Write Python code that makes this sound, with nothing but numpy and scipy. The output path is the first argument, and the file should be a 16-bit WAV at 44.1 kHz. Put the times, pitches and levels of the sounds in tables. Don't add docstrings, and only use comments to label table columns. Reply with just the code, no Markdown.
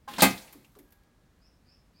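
import sys
import numpy as np
from scipy import signal
from scipy.fft import rfft, irfft, next_fast_len
from scipy.io import wavfile
from scipy.ndimage import map_coordinates

SR = 44100
rng = np.random.default_rng(int(sys.argv[2]) if len(sys.argv) > 2 else 0)


def wrap_up_sound(samples):
    columns = np.atleast_2d(samples).T
    tamed = np.clip(columns, -1, 1)
    steps = np.round(tamed * 32767).astype(np.int16)
    wavfile.write(sys.argv[1], SR, steps)


N = 88200
T = np.arange(SR) / SR
SCENE_T = np.arange(N) / SR


def amp(db):
    return 10 ** (np.asarray(db) / 20)


def unit(x):
    return x / np.sqrt(np.mean(x ** 2) + 1e-20)


def along(points, hz):
    freqs, values = np.transpose(points)
    return np.interp(np.log(hz + 1), np.log(freqs + 1), values)


def add(track, start_s, x):
    part = track[round(start_s * SR):][:len(x)]
    part += x[:len(part)]


def filtered(x, response):
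    size = next_fast_len(len(x) + 8192)
    return irfft(rfft(x, size) * response(np.fft.rfftfreq(size, 1 / SR)), size)[:len(x)]


def noise(eq, size=SR):
    return unit(filtered(rng.standard_normal(size), lambda hz: amp(along(eq, hz))))


def cluster(centre_hz, width):
    return unit(filtered(rng.standard_normal(SR), lambda hz: 1 / (1 + ((hz / centre_hz - 1) / width) ** 2)))


def wobble(rate_hz, size=SR):
    return map_coordinates(rng.standard_normal(4096), [np.arange(size) * rate_hz / SR], mode="wrap")


def struck(attack_s, t60_s, hold_s=0):
    return (1 - np.exp(-T / attack_s)) * np.exp(-np.log(1000) * np.maximum(T - hold_s, 0) / t60_s)


def dying(x, decay, hold_s=0):
    hz, t, spectrum = signal.stft(x, SR, nperseg=256)
    fade = np.exp(-np.log(1000) * np.maximum(t - hold_s, 0) / along(decay, hz)[:, None])
    return signal.istft(spectrum * fade, SR, nperseg=256)[1][:len(x)]


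def ring(modes, attack_s, scatter_db, waver_rad):
    out = np.zeros(SR)
    for hz, db, t60_s in modes:
        envelope = amp(db + scatter_db * rng.normal()) * struck(attack_s, t60_s)
        out += envelope * np.sin(2 * np.pi * hz * T + waver_rad * wobble(60))
    return out


def echo(x, decay):
    tail = dying(rng.standard_normal(SR), decay) * (1 - np.exp(-T / 0.004))
    return signal.fftconvolve(x, tail / np.linalg.norm(tail))[:N]


# freq_hz, gain_db
AIR_EQ = [(20, -15), (32, -7), (48, 1), (65, -4), (130, -6.5), (240, -10), (400, -17), (700, -21.5),
          (1600, -25), (2500, -31), (4000, -32), (9000, -38.5), (16000, -42.5)]
def air():
    return amp(-63.5) * noise(AIR_EQ, size=N)


# freq_hz, t60_s
YARD_DECAY = [(220, .9), (400, 0.77), (750, 0.72), (1500, .8), (5000, 0.78), (14000, .7)]
def yard(trap, clang):
    return echo(amp(-21.5) * trap + amp(-30.5) * clang, YARD_DECAY)


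# start_s, length_s, level_db
CHIRPS = [(1.394, 0.13, -68.5), (1.644, .145, -67), (1.93, 0.2, -64)]
def bird():
    out = np.zeros(N)
    for start_s, length_s, db in CHIRPS:
        progress = np.minimum(T / length_s, 1)
        glide_hz = 4400 + 920 * (1 - (1 - progress) ** 3)
        flutter_hz = 170.9 * wobble(505.8)
        phase = 2 * np.pi * np.cumsum(glide_hz + flutter_hz) / SR
        voice = np.sin(phase) + amp(-12) * np.sin(phase / 2)
        rasp = 1 + 0.6 * wobble(901)
        add(out, start_s, amp(db) * np.sin(np.pi * progress) * rasp * voice)
    return out + amp(-1) * echo(out, [(5000, 0.33)])


# start_s, level_db, t60_s
SCRATCHES = [(.376, -53, 0.082), (0.5257, -47.5, 0.06), (.646, -67.5, 0.052), (0.716, -70, .08),
             (.787, -52.5, .06), (0.9047, -64.5, 0.041), (.9215, -56, 0.047), (1.034, -64.5, 0.0099)]
# freq_hz, gain_db
SCRATCH_EQ = [(500, -11), (2000, -4.5), (5000, -9), (9000, -8), (12500, 2), (15500, -5)]
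# start_s, level_db, pitch_hz, t60_s
BUMPS = [(.545, -49.5, 281.6, 0.23), (.761, -48, 412, 0.16), (.79, -54.5, 294, .25)]
# pitch_hz, level_db, t60_s
CAGE_MODES = [(807, -75, 2.4), (1647, -76.5, 2)]
# freq_hz, t60_s
RODENT_DECAY = [(2000, 0.34), (14000, 0.29)]
def rodent():
    out = np.zeros(N)
    for start_s, db, t60_s in SCRATCHES:
        claw = noise(SCRATCH_EQ) * amp(1.6 * wobble(510))
        add(out, start_s, amp(db) * claw * struck(0.001, t60_s, hold_s=0.003))
    rustle_fade = np.clip(np.minimum(SCENE_T - 0.5, 1.02 - SCENE_T) / 0.11, 0, 1)
    out += rustle_fade * amp(-77 + 3.5 * wobble(70, size=N)) * noise(SCRATCH_EQ, size=N)
    for start_s, db, hz, t60_s in BUMPS:
        knock = np.sin(2 * np.pi * hz * T) + amp(-3) * cluster(hz, width=0.54)
        add(out, start_s, amp(db) * knock * struck(0.0044, t60_s))
    add(out, 0.83, ring(CAGE_MODES, attack_s=0.022, scatter_db=2, waver_rad=0.56))
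    return out + amp(-8) * echo(out, RODENT_DECAY)


# pitch_hz, gain_db, t60_s
TRIGGER_MODES = [(549, -15, .15), (824, 0, .17), (900, -7, .08), (1050, -4, .15), (1222, -8, .1),
                 (1590, -8, .11)]
# freq_hz, gain_db
TRIGGER_EQ = [(200, -14.5), (500, -6.5), (1000, -1), (2000, -9), (4500, -10), (8000, -17.5), (15000, -21.5)]
def trigger():
    out = np.zeros(N)
    body = amp(-32.5) * ring(TRIGGER_MODES, attack_s=0.0031, scatter_db=2, waver_rad=0.15)
    crack = amp(-43) * noise(TRIGGER_EQ) * struck(attack_s=0.0067, t60_s=0.13)
    add(out, 0.076, body + crack)
    return out


# freq_hz, gain_db
SLIDE_EQ = [(100, -12), (230, 6), (450, -6), (1500, -4.5), (3500, -6), (6000, -16), (15000, -17)]
def strings():
    start_s, end_s, fade_s = 0.084, 0.215, 0.0027
    stroke = np.clip(np.minimum(SCENE_T - start_s, end_s - SCENE_T) / fade_s, 0, 1)
    return stroke * amp(-46.5 + 1.5 * wobble(100, size=N)) * noise(SLIDE_EQ, size=N)


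# start_s, level_db, centre_hz, t60_s
RATTLES = [(0.134, -45.5, 3400, 0.055), (.162, -45, 3540, 0.18), (0.1821, -33, 950, 0.063),
           (.185, -39, 4200, 0.04), (.193, -33, 1500, 0.049), (0.197, -34, 4180, 0.16),
           (0.2051, -22, 4000, 0.07), (.304, -41.5, 5760, 0.11), (.323, -45, 3610, 0.075),
           (0.3753, -44.5, 4370, 0.096), (0.414, -56, 6300, 0.19), (0.476, -57.5, 2580, 0.12),
           (.531, -56.5, 1000, 0.068), (.645, -58.5, 2700, 0.071), (0.751, -58.5, 1130, 0.095),
           (0.795, -65, 2245, 0.0399)]
def wires():
    out = np.zeros(N)
    fizz_eq = [(300, -15.5), (2000, 0), (8000, -1), (15000, -15.5)]  # freq_hz, gain_db
    for start_s, db, hz, t60_s in RATTLES:
        zing = cluster(hz, width=0.18) + amp(-4.5) * noise(fizz_eq)
        add(out, start_s, amp(db) * zing * struck(0.001, t60_s, hold_s=0.0022))
    return out


# freq_hz, gain_db
GROUND_EQ = [(20, -26), (45, -2), (85, 0), (130, 0.5), (220, -24.5), (600, -59.5)]
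# freq_hz, gain_db
SIZZLE_EQ = [(1000, -20.5), (3000, -6), (5000, -2.5), (9000, -1), (15500, -0.5)]
def landing():
    thump = amp(-37.5) * noise(GROUND_EQ) * struck(attack_s=0.019, t60_s=0.4)
    bite = amp(-12.5) * noise(SIZZLE_EQ) * struck(attack_s=0.002, t60_s=0.074)
    sizzle = amp(-50) * noise(SIZZLE_EQ) * struck(attack_s=0.019, t60_s=0.97)
    return thump + bite + sizzle


def shimmer():
    low_hz, high_hz = 3213, 11790
    position, strength, phase = rng.random((3, 90, 1))
    hz = low_hz * (high_hz / low_hz) ** position
    partials = strength ** 2 * np.sin(2 * np.pi * (hz * T + phase))
    return unit(partials.sum(0)) * struck(attack_s=0.002, t60_s=0.15)


# freq_hz, gain_db
CLATTER_EQ = [(100, -23), (300, -9.5), (700, 1.5), (1000, -4.5), (1400, -10), (2100, -7), (3000, -14),
              (4400, -8.5), (5600, -15), (9000, -11), (15000, -11.5)]
# freq_hz, t60_s
CLATTER_DECAY = [(200, 0.097), (700, .19), (2500, 0.26), (6000, .18), (14000, .15)]
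def clatter(lowpass_hz):
    chatter = dying(noise(CLATTER_EQ), CLATTER_DECAY, hold_s=0.014) * (1 - np.exp(-T / 0.002))
    return filtered(chatter + amp(-10) * shimmer(), lambda hz: 1 / np.hypot(1, hz / lowpass_hz))


# start_s, ring_db, clatter_db, thud_db, lowpass_hz
BLOWS = [(0.181, -35.5, -28.5, -49, 2940), (0.2196, -10, -14, -19.5, 17970), (.298, -56, -44, -32, 7000)]
# pitch_hz, gain_db, t60_s
BOWL_MODES = [(193, 6.5, .23), (210, 4, .14), (269, 2, .2), (488, -16, .17), (712, -13, .23),
              (758, -13, .19), (826, 2.5, .13), (1231, -8, .19), (1583, -8, .22), (1972, -13, .18),
              (2081, -8.5, .22), (2321, -15.5, .23), (2525, -16.5, .21), (2586, -16, .22), (3145, -16, .19),
              (3637, -19, .19), (4457, -14, .16)]
# freq_hz, gain_db
THUD_EQ = [(30, -33.5), (80, -22), (125, -14), (175, -5.5), (260, -5.5), (340, -4), (420, -13.5),
           (900, -47)]
def bowl():
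    clang, impacts = np.zeros(N), np.zeros(N)
    for start_s, ring_db, clatter_db, thud_db, lowpass_hz in BLOWS:
        add(impacts, start_s, amp(clatter_db) * clatter(lowpass_hz))
        add(impacts, start_s, amp(thud_db) * noise(THUD_EQ) * struck(attack_s=0.008, t60_s=0.2))
        add(clang, start_s, amp(ring_db) * ring(BOWL_MODES, attack_s=0.012, scatter_db=4, waver_rad=0.075))
    landing_s = BLOWS[1][0]
    add(impacts, landing_s, landing())
    return clang, impacts


def scene():
    clang, impacts = bowl()
    trap = impacts + trigger() + strings() + wires()
    return (clang + trap + yard(trap, clang) + air() + rodent() + bird())[None]


def record(dry):
    return filtered(dry[0], lambda hz: hz < 16000)[None]


dry = scene()
out = record(dry)
wrap_up_sound(out)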